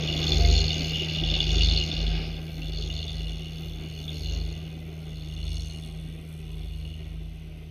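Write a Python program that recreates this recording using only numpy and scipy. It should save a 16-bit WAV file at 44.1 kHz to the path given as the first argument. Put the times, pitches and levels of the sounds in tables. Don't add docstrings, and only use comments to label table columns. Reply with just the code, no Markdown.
import sys
import numpy as np
from scipy import signal
from scipy.fft import rfft, irfft, next_fast_len
from scipy.io import wavfile
from scipy.ndimage import uniform_filter1d, map_coordinates

SR = 44100
rng = np.random.default_rng(int(sys.argv[2]) if len(sys.argv) > 2 else 0)


def store_wav(level_fs):
    pcm = np.round(np.clip(np.atleast_2d(level_fs), -1, 1) * 32767)
    wavfile.write(sys.argv[1], SR, pcm.T.astype(np.int16))


def volts(x):
    e = np.asarray(x, float) / 20
    return 10 ** e


N = 339570

# [t/s, half width/s, gain of the first order/dB]
LABOURS = [
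    (0.49, 0.22, 15.5),
    (1.29, 0.099, 3.8),
    (1.67, 0.2, 11.5),
    (2.14, 0.12, 3),
    (2.97, 0.19, 6),
    (4.34, 0.22, 8),
    (5.52, 0.22, 9.5),
    (6.86, 0.29, 6),
]
# [t/s, level/dB]
FRAME_SHAKE = [(0.0, -43.5), (0.27, -39.5), (0.69, -40), (1.07, -44), (1.35, -40.5), (1.65, -37.5),
               (1.98, -45.0), (2.45, -59), (2.87, -48.5), (3.41, -54.5), (3.78, -58.5), (4.24, -48),
               (4.86, -65.5), (5.57, -51.5), (6.16, -67.5), (6.9, -62.4), (7.24, -71.5), (7.7, -75)]
# [t/s, peak level/dB, ring f/Hz]
BLOWS = [(0.0243, -29, 3440), (0.0752, -32, 3430), (0.1915, -27, 2860), (0.2169, -30, 3460),
         (0.2294, -27, 3490), (0.3581, -31, 3530), (0.4489, -23, 4380), (0.4873, -27, 3700),
         (0.5526, -24, 4300), (0.5786, -24, 3520), (0.6045, -23, 4330), (0.7053, -23, 3620),
         (0.8076, -32, 4270), (0.8455, -28, 4360), (1.1223, -31, 2820), (1.1488, -28, 3600),
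         (1.491, -27, 2860), (1.5439, -27, 3570), (1.5833, -27, 3530), (1.711, -24, 2880),
         (1.7629, -26, 4310), (1.8253, -25, 2860), (2.0028, -30, 2850), (2.1535, -32, 3400),
         (2.811, -36, 4330), (2.9647, -34, 4350), (3.0679, -34, 3580), (3.4466, -37, 2860),
         (5.4555, -36, 3500), (0.165, -24.5, 3430), (0.2683, -21, 3490), (0.3202, -16, 3520),
         (0.399, -23, 4410), (0.4486, -26, 2140), (0.5013, -24, 4370), (0.6409, -36.5, 4500),
         (0.6809, -28.5, 3540), (0.9338, -33, 3500), (1.0849, -27, 2700), (1.2361, -24, 3450),
         (1.3397, -19.5, 2870), (1.4037, -20, 3430), (1.4673, -32, 2770), (1.6083, -23, 2720),
         (1.6861, -20, 3640), (1.915, -28, 3480), (1.9657, -27, 2850), (2.066, -28, 3400),
         (2.6185, -32.5, 2750), (2.7212, -34, 4400), (2.9011, -29, 2860), (3.0804, -28, 3560),
         (3.2702, -35.5, 2840), (4.0796, -30, 3470), (5.3645, -38, 3500), (6.57, -49, 3480),
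         (5.941, -47, 3300), (6.61, -49, 4200), (5.4295, -35, 4270), (5.5965, -34, 4240),
         (5.6985, -34, 4260), (6.8505, -39, 2870)]
# [f/Hz, width/Hz, level/dB]
CANOPY_TONES = [(2200, 110, -13), (2870, 77, 7.5)]
COVER_TONES = [(3490, 137, 11.5), (3670, 94, -7.5)]
GUARD_TONES = [(4297, 235, 10), (4780, 52, -6), (5310, 140, 0.5)]


def unit(x):
    return x / np.sqrt(np.mean(x ** 2) + 1e-20)


def curves(rows):
    s, *cols = np.transpose(rows)
    return [np.interp(np.arange(N) / SR, s, c) for c in cols]


def wobble(rate):
    coarse = np.arange(0, N + 64, 64)
    knots = rng.standard_normal(int(N * rate / SR) + 4)
    return np.interp(np.arange(N), coarse, map_coordinates(knots, [coarse * rate / SR]))


def smooth(shape):
    coarse = np.arange(0, N + 64, 64)
    return np.interp(np.arange(N), coarse, shape(coarse / SR))


def swells(rows):
    return smooth(lambda t: sum(db * np.exp(-((t - s) / w) ** 2) for s, w, db in rows))


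def filtered(x, response):
    m = next_fast_len(N + 8192, True)
    return irfft(rfft(x, m) * response(np.fft.rfftfreq(m, 1 / SR)), m)[:N]


def coloured(x, spectrum):
    hz, db = np.transpose(spectrum)
    return unit(filtered(x, lambda f: volts(np.interp(np.log(f + 1), np.log(hz + 1), db, -120, -120))))


def rush(spectrum, patchy_db):
    z = signal.stft(rng.standard_normal(N), nperseg=2048)[2]
    field = uniform_filter1d(rng.standard_normal(z.shape), size=2, axis=0)
    field = uniform_filter1d(field, size=6, axis=1)
    noise = signal.istft(z * volts(patchy_db * unit(field)), nperseg=2048)[1][:N]
    return coloured(noise, spectrum)


def modes(table):
    def response(f):
        return sum((-1) ** k * volts(db) * 1j * f * w / (c * c - f * f + 1j * f * w)
                   for k, (c, w, db) in enumerate(table))
    return response


def ringing(table, blows):
    m = next_fast_len(N + 4096, True)
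    jf = 1j * np.fft.rfftfreq(m, 1 / SR)
    total = 0
    for c, w, db in table:
        wide = 0.33 * c
        peak = jf * jf * (w * wide) / ((c * c + jf * (jf + w)) * (c * c + jf * (jf + wide)))
        swell = 1 + 0.23 * wobble(14)
        total = total + volts(db) * rfft(swell * blows(), m) * peak
    return unit(irfft(total, m)[:N])


def shaken(count, lag, rise, idle, scatter_db, cylinder_db=np.zeros(4)):
    turn, part = np.divmod(count - lag + 4, 1)
    turn = turn.astype(int)
    burst = part / rise * np.exp(1 - part / rise)
    every = np.arange(turn.max() + 1)

    def blows():
        size = volts(scatter_db * rng.standard_normal(len(every)) + np.array(cylinder_db)[every % 4])
        return (idle + size[turn] * burst) * rng.standard_normal(N)
    return blows


def ticks(count, shake_db, hz, fall, lag, rise, db):
    turn, part = np.divmod(count - lag + 4, 1)
    draw = rng.standard_normal((int(turn.max()) + 1, 2))
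    detune, size = np.array([.014 * draw[:, 0], volts(2.8 * draw[:, 1])])[:, turn.astype(int)]
    u = part / rise
    tighter = .0012 * shake_db
    pitch = hz * (1 + tighter + .012 * wobble(7) + detune - fall * np.minimum(u / 3, 1))
    ring = np.sin(2 * np.pi / SR * np.cumsum(pitch))
    return volts(db) * unit(size * u * np.exp(1 - u) * (1 - part) * ring)


def firings():
    # [t/s, firing rate f/Hz]
    speed = [(0.215, 77.92), (0.353, 77.06), (0.918, 79.22), (1.589, 77.96), (2.166, 79.81), (2.888, 78.03),
             (3.492, 79.84), (4.124, 77.69), (4.775, 79.89), (5.303, 77.46), (6.079, 79.76), (6.658, 77.93),
             (7.401, 79.29), (7.657, 78.21)]
    s, rate = np.transpose(speed)
    whole, part = np.divmod(np.interp(np.arange(N) / SR, s, np.arange(len(s))), 1)
    eased = np.interp(whole + .5 - .5 * np.cos(np.pi * part), np.arange(len(s)), rate)
    return .295 + np.cumsum(eased) / SR


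def exhaust():
    # [t/s, level/dB]
    distance = [(0, 0), (.6, -1), (1.9, -3), (2.2, -3), (2.45, -6.5), (4.2, -7), (5.5, -9.5), (6.1, -9.5),
                (7.7, -11.5)]
    loss_db = curves(distance)[0]
    load_db = swells(LABOURS)
    first_db = -37 + 0.68 * loss_db + load_db
    second_db = -31.5 + loss_db + 0.45 * wobble(3.99)
    roar_db = -37.5 + 1.47 * loss_db + 0.05 * load_db + 0.4 * wobble(6)
    return first_db, second_db, roar_db


def engine(count, first_db, second_db, roar_db):
    # [multiple of the firing rate, level/dB, phase/cycles]
    weak_orders = [(1.25, -16, 0.48), (1.5, -24, -0.091), (2.5, -37.5, -0.6), (3, -18.5, -0.3),
                   (4, -23, 0.04), (5.999, -29, 0.48)]
    # [f/Hz, level per Hz/dB]
    roar_colour = [(100, -54), (170, -13), (186, -19), (206, -17.5), (361, -13), (514, -22.5), (610, -21),
                   (741, -23.5), (889, -32.5), (1400, -34.5), (1720, -36.5), (2020, -27.5), (2460, -27),
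                   (2600, -26.5), (3380, -36), (5720, -120)]
    # [f/Hz, level per Hz/dB]
    rumble_colour = [(20, -4), (40, -16), (65, -7), (100, -5.5), (130, -5.5), (190, -10.5), (260, -46)]

    def tone(k, turn):
        return np.sqrt(2) * np.cos(2 * np.pi * (k * count + turn))

    hum = volts(first_db) * tone(1, -0.5) + volts(second_db + 1.06 * wobble(14)) * tone(2, 0)
    load_db = 0.3 * first_db + 0.33 * second_db + 0.32 * (roar_db + 5.5)
    load_db = load_db + 0.12 * swells(LABOURS) - 1.0
    for k, db, turn in weak_orders:
        hum += volts(load_db + db + 1.1 * wobble(4.6)) * tone(k, turn + .06 * wobble(12))
    chug_db = 1.2 * wobble(24) + 1.45 * np.cos(2 * np.pi * count / 4)
    roar = volts(roar_db + chug_db) * rush(roar_colour, patchy_db=3.0)
    return hum + roar + volts(second_db - 10.5) * rush(rumble_colour, patchy_db=3.5)


def frame(roar_db):
    # [f/Hz, level/dB]
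    song_tones = [(395, 2.5), (485, -4), (695, 1.5)]
    # [t/s, half width/s, gain/dB]
    singing = [
        (0, 0.046, 30),
        (.47, 0.32, 41.9),
    ]
    # [f/Hz, width/Hz, level/dB]
    bonnet_tones = [(499.5, 46, 11.5), (763, 78, 9.5), (1226, 55, -1), (1590, 190, 2.5)]
    # [t/s, half width/s, gain/dB]
    bonnet_swells = [
        [(.6, .15, 3), (1.0, .12, 4), (1.7, .1, 4), (.05, .1, 5), (4.2, .2, 3), (5.85, .2, 7), (7.08, .12, 6)],
        [(.05, .08, -5), (.85, .12, -5), (4.2, .2, 4), (.3, .08, 5), (1.4, .12, 5), (1.75, .12, 4), (2.2, .15, 4), (5.75, .2, 5)],
        [(.05, .08, -5), (.3, .2, 7), (.9, .05, 4), (1.1, .12, 4), (1.7, .3, -5), (2.12, .06, 4)],
        [(.3, .25, 3), (1.1, .12, 3), (1.65, .12, 4), (2.15, .3, 5)],
    ]
    song_gain_db = swells(singing)
    t = np.arange(N) / SR
    song = sum(volts(db + 3.5 * wobble(14)) * np.sin(2 * np.pi * hz * t + 0.9 * wobble(15))
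               for hz, db in song_tones)
    rows = iter(bonnet_swells)
    drone = ringing(bonnet_tones, lambda: volts(swells(next(rows))) * rng.standard_normal(N))
    drone_db = roar_db - 13.5 + 0.08 * song_gain_db + 1.0 * wobble(3.2)
    return volts(song_gain_db - 85 + 2.5) * song + volts(drone_db) * drone


def shaking():
    return curves(FRAME_SHAKE)[0] + 45


def chatter(part_hz):
    die_s, shared, reach_hz = 0.045, 0.3, 400
    kicks = np.zeros(N)
    for s, db, hz in BLOWS:
        kicks[round(s * SR)] = shared + (1 - shared) * np.exp(-((hz - part_hz) / reach_hz) ** 2)
    return signal.lfilter([1], [1, -np.exp(-1 / (die_s * SR))], kicks)


def looseness():
    # [level at middle shake/dB, gain per dB of shake/dB, f of the knocks it answers most/Hz,
    # chatter after a knock/dB]
    parts = [
        (-40.5, 1.01, 3500, 2.5),
        (-40.5, 1.03, 3490, 2),
        (-40, 1.37, 4300, 1),
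        (-49.5, 1.04, 6500, -0.5),
    ]
    # [t/s, half width/s, gain/dB]
    canopy_fits = [(.41, .42, -6), (.7, 0.027, 5.5), (.95, 0.11, 5.5), (1.37, 0.032, 4.5),
                   (1.57, 0.018, -8), (1.63, 0.021, 4.5), (2.87, .02, -8), (3.47, 0.023, 6.5),
                   (4.21, 0.034, -9), (5.35, .45, -2), (5.75, 0.043, 3), (6.3, 0.17, -3), (6.88, 0.073, 5),
                   (7.15, 0.25, 4)]
    cover_fits = [(.43, 0.064, -5.5), (.58, 0.018, 4), (0.751, .29, -2), (.85, .08, -5), (3.95, .1, -3),
                  (1.55, 0.033, -4), (1.86, 0.035, -10), (2.88, .32, 0), (3.1, 0.059, 5.5),
                  (4.09, 0.023, 3), (4.31, .24, -4), (5.47, 0.034, 4.5), (5.65, .13, -5),
                  (6.08, 0.092, 4.5), (6.6, 0.093, 7)]
    guard_fits = [(.15, 0.29, -6.5), (.32, 0.031, 5), (.55, 0.093, 1.5), (.85, 0.08, -2), (.75, 0.017, -10),
                  (1.01, 0.11, -10), (1.24, .045, -10.5), (1.51, 0.071, -6), (1.78, 0.016, 3.5),
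                  (1.4, .08, -3), (1.86, .05, -4), (1.57, .03, -3), (2.8, .05, 5.5), (2.9, 0.034, -12),
                  (2.98, 0.02, 5), (3.4, 0.088, -5), (4.08, 0.042, -11), (4.17, 0.037, 0),
                  (6.75, 0.32, 3.5)]
    latch_fits = [
        (.28, 0.052, 4.5),
        (.55, 0.18, 5.5),
        (1.21, 0.067, -6.5),
        (1.44, 0.27, -3.5),
        (1.54, 0.064, 6.5),
        (2.12, .28, -2.5),
        (2.88, 0.045, 6),
        (4.34, .045, 6),
        (5.16, 0.075, 1.5),
        (5.64, 0.14, 8),
    ]
    shake_db = shaking()
    fits = canopy_fits, cover_fits, guard_fits, latch_fits
    return [db + grows * shake_db + swells(rows) + after_db * chatter(hz) + .6 * wobble(16)
            for (db, grows, hz, after_db), rows in zip(parts, fits)]


def panels(count):
    # [f/Hz, width/Hz, level/dB]
    latch_tones = [(5560, 300, -3), (6510, 300, 0)]
    # [start f/Hz, fall 0-1, lag/cycles, rise/cycles, level/dB]
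    cover_tick = (3600, .02, .04, .2, -7)
    guard_tick = (4520, .07, .06, .14, 0)
    latch_tick = (6600, .03, -.07, .09, -2)
    # [start f/Hz, fall 0-1, lag/cycles, rise/cycles, level/dB]
    bracket_tick = (5620, .04, -.05, .1, -58.5)
    # [t/s, half width/s, gain/dB]
    bracket_fits = [
        (.3, .1, 3),
        (.58, .04, 4),
        (1.39, .06, 6),
        (1.6, .06, 3),
        (2.6, .15, 6),
        (3.4, .3, 4),
        (5.0, .2, 3),
        (5.53, .04, 6),
        (5.65, .06, 5),
        (5.8, .06, 5),
    ]
    canopy_db, cover_db, guard_db, latch_db = looseness()
    canopy = ringing(CANOPY_TONES, shaken(count, lag=-0.096, rise=0.072, idle=0.29, scatter_db=1.0))
    cover = ringing(COVER_TONES, shaken(count, lag=0.037, rise=0.095, idle=0.24, scatter_db=1.2,
                                        cylinder_db=[-21, -9.5, -3.0, -6.5]))
    guard = ringing(GUARD_TONES, shaken(count, lag=0.064, rise=0.12, idle=0.2, scatter_db=1.2,
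                                        cylinder_db=[-1.1, -1.4, 0.32, -1.3]))
    latch = ringing(latch_tones, shaken(count, lag=-0.066, rise=0.077, idle=0.15, scatter_db=1.8))
    shake_db = shaking()

    def with_ticks(rattle, tick):
        return unit(rattle + ticks(count, shake_db, *tick))

    out = volts(canopy_db) * canopy
    out += volts(cover_db) * with_ticks(cover, cover_tick)
    out += volts(guard_db) * with_ticks(guard, guard_tick)
    out += volts(latch_db) * with_ticks(latch, latch_tick)
    bracket_db = 0.8 * shake_db + swells(bracket_fits)
    return out + volts(bracket_db) * ticks(count, shake_db, *bracket_tick)


def rubbing():
    # [t/s, half width/s, gain/dB]
    bucks = [
        (0.59, 0.345, 6.5),
        (1.63, 0.32, 11),
        (3.11, 0.43, 7.5),
        (4.18, 0.4, 8),
        (5.03, 0.094, 3.4),
        (5.61, 0.41, 14.5),
        (6.37, 0.44, 8),
        (6.88, 0.181, 4),
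    ]
    # [t/s, half width/s, gain/dB]
    rubs = [(0.29, 0.259, 9.5), (0.88, 0.18, 8), (1.16, 0.05, 4.5), (1.56, 0.11, 3), (1.87, 0.058, 2),
            (2.53, 0.13, 7), (3.61, 0.132, 5.5), (4.1, 0.26, 5.5), (5.76, 0.48, 4.5), (6.32, 0.068, 4.5),
            (6.66, 0.35, 4.5)]
    t, buck_db = np.arange(N) / SR, swells(bucks)
    press_db = swells(rubs) + 0.09 * buck_db
    hidden = np.clip((t - 5.05) / .5, 0, 1)
    pins_db = -68.5 - 0.93 * t + buck_db + .02 * press_db
    low_db = -73.5 + 0.05 * t + press_db
    high_db = -71.5 - 11 * hidden + 0.86 * press_db
    return pins_db, low_db, high_db


def scrapers(count):
    # [f/Hz, width/Hz, level/dB]
    pin_tones = [(8680, 800, -0.5), (9200, 1800, 0)]
    # [f/Hz, width/Hz, level/dB]
    bar_tones = [(10490, 60, 0), (11030, 50, 2), (11575, 45, 1), (12040, 50, -1), (13620, 120, -1),
                 (14170, 80, 0)]
    # [f/Hz, level per Hz/dB]
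    low_hiss = [(6500, -26), (7500, -7.5), (8300, -10), (10500, -8.5), (12500, -9.5), (13200, -10),
                (15700, -28)]
    # [f/Hz, level per Hz/dB]
    high_hiss = [(11500, -23), (12800, 2), (13800, 3), (15000, -2), (15700, -12)]
    pins_db, low_db, high_db = rubbing()
    pins = ringing(pin_tones, shaken(count, lag=-0.027, rise=0.1, idle=0.13, scatter_db=2.5))
    rub = shaken(count, lag=-.05, rise=0.19, idle=0.48, scatter_db=4.0)

    def slips():
        return volts(2.2 * wobble(12)) * rng.standard_normal(N)

    hiss = volts(low_db + 0.5) * coloured(rub(), low_hiss) + volts(high_db - 3.0) * coloured(rub(), high_hiss)
    squeal = volts(low_db - 5.5) * ringing(bar_tones[:4], slips)
    squeal += volts(high_db - 6.0) * ringing(bar_tones[4:], slips)
    return volts(pins_db - 2.5) * pins + hiss + volts(0.58 * (high_db + 70.5)) * squeal


def open_air():
    # [f/Hz, level per Hz/dB]
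    air_colour = [(1180, -28), (2000, -14), (2820, 8), (4210, 0), (5040, -1.5), (6300, -3.5), (7290, -28),
                  (12200, -10), (15500, -30)]
    return volts(-56 - 6.0) * rush(air_colour, patchy_db=-2.0)


def spray():
    # [f/Hz, level per Hz/dB]
    spray_colour = [(1700, -42), (2050, -2), (2500, 6), (3500, -4.5), (4500, 0), (5350, 1.5), (5700, -10),
                    (7000, -46)]
    # [t/s, half width/s, gain/dB]
    gushes = [
        (.04, 0.034, 0),
        (.33, .04, 6),
        (.54, 0.4, 3),
        (1.56, 0.13, 4),
    ]
    fade_db = -87 * np.maximum(np.arange(N) / SR - 2.24, 0)
    level_db = -50 + fade_db + swells(gushes) + 5.5 + 1.1 * wobble(25)
    return volts(level_db) * coloured(rng.standard_normal(N), spray_colour)


def knocks():
    out, free, t = np.zeros(N + SR), np.ones(N), np.arange(SR // 20) / SR
    for k, (s, db, hz) in enumerate(BLOWS):
        at = round(s * SR)
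        rough = 1 + 0.76 * uniform_filter1d(rng.standard_normal(len(t)), size=30)
        t60 = 0.054 if hz < 4000 else 0.025
        ring = volts(-60 * t / t60) * rough * np.sin(2 * np.pi * hz * t)
        crack = sum(volts(level - 60 * t / 0.015) * np.sin(2 * np.pi * c * t)
                    for c, w, level in (CANOPY_TONES[1], COVER_TONES[0], GUARD_TONES[0]))
        grit = np.diff(uniform_filter1d(rng.standard_normal(len(t) + 2), size=4), 2)
        snap = volts(-60 * t / 0.012) * grit * 1.3
        attack = 1 - np.exp(-t / 0.00068)
        out[at:][:len(t)] += volts(db) * attack * (ring + 0.15 * crack + 0.5 * snap)
        free[max(at - 600, 0):at] = volts(-2 if k < 29 else -6.5)
    return out[:N], uniform_filter1d(free, size=90)


def thuds():
    # [t/s, peak level/dB, ring f/Hz]
    jolts = [(0.154, -27, 266), (0.331, -27, 353), (0.389, -26, 385), (0.515, -27, 253), (0.81, -33, 245),
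             (0.857, -30, 390), (1.016, -30, 371), (1.115, -30, 328), (1.225, -30, 315), (1.464, -32, 320),
             (1.559, -30, 242), (1.754, -29, 396), (1.928, -33, 288), (1.976, -32, 318), (2.199, -33, 452),
             (2.385, -37, 320), (3.039, -37, 404), (5.756, -37, 242)]
    out, t = np.zeros(N + SR), np.arange(SR // 10) / SR
    for s, db, hz in jolts:
        ring = np.sin(2 * np.pi * hz * t) + .4 * np.sin(2 * np.pi * 1.7 * hz * t + rng.normal())
        fade = volts(db - 6 - 60 * t / .06)
        out[round(s * SR):][:len(t)] += fade * (1 - np.exp(-t / .003)) * ring * 2
    return out[:N]


def drum():
    # [t/s, turning rate f/Hz]
    spin = [(0.09, 48.9), (0.35, 53.7), (0.76, 51.6), (0.95, 46.7), (1.19, 47.6), (1.7, 53.1), (2.27, 47.9),
            (2.47, 46.9), (3.06, 54.3), (3.6, 46.6), (3.86, 48.2), (4.16, 53.0), (4.5, 52.8), (4.92, 46.5),
            (5.67, 53.4), (6.27, 46.1), (6.94, 54.2), (7.45, 47.2)]
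    # [middle t/s, length/s, peak level/dB]
    throbs = [(0.16, 0.3, -39), (0.486, 0.44, -19.5), (0.87, 0.44, -39), (1.303, 0.3, -27.5),
              (1.633, 0.52, -21.5), (2.08, 0.35, -25), (2.31, 0.33, -36), (2.784, 0.66, -32.5),
              (3.253, 0.45, -32), (3.54, 0.3, -43.4), (3.742, 0.26, -37.5), (4.01, 0.21, -46),
              (4.37, 0.47, -29.7), (4.71, 0.28, -52), (4.85, 0.26, -51.3), (5.178, 0.4, -41.5),
              (5.52, 0.53, -32.6), (5.998, 0.63, -40.5), (6.682, 0.77, -36), (7.18, 0.46, -37),
              (7.5, 0.6, -44)]

    def arch(u):
        return np.abs(np.cos(np.pi * np.clip(u, -.5, .5))) ** 1.37

    level = volts(-68) + smooth(lambda t: sum(volts(db) * arch((t - s) / span) for s, span, db in throbs))
    angle = 2 * np.pi * np.cumsum(curves(spin)[0]) / SR
    return level * np.sqrt(2) * (np.sin(angle) + volts(-35) * np.sin(2 * angle))


def turf(x):
    # [f/Hz, width/Hz, depth 0-1]
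    near_dips = [(990, 120, .5), (1810, 160, .75), (5350, 200, .5), (5850, 140, .85), (7950, 500, .7)]
    far_dips = [(520, 70, .35), (870, 120, .5), (1690, 220, .7), (5050, 450, .75), (5760, 160, .7),
                (7350, 700, .6), (10300, 250, .6), (13050, 250, .6)]
    # [t/s, share of the far pattern 0-1]
    away = [
        (2.5, 0),
        (4.8, 0.34),
        (5.4, 1),
    ]

    def dips(table):
        return lambda f: np.prod([1 - depth * modes([(c, w, 0)])(f) for c, w, depth in table], axis=0)

    far = np.clip(curves(away)[0], 0, 1)
    return (1 - far) * filtered(x, dips(near_dips)) + far * filtered(x, dips(far_dips))


def scene():
    count, pipe_db = firings(), exhaust()
    blows, free = knocks()
    steel = filtered(free * panels(count) + blows, lambda f: 1 / np.sqrt(1 + (f / 6900) ** 30))
    machine = engine(count, *pipe_db) + frame(pipe_db[2]) + steel + scrapers(count)
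    ground = spray() + thuds() + drum()
    return turf(machine + ground + open_air())[None]


def top_cut(x):
    return signal.sosfilt(signal.butter(12, 15640, fs=SR, output="sos"), x)


def record(dry):
    top_hz = 15520
    mix = filtered(dry[0], lambda f: np.where(f < top_hz, 1, volts(-2 - .06 * (f - top_hz))))[None]
    return top_cut(mix)


dry = scene()
out = record(dry)
store_wav(out)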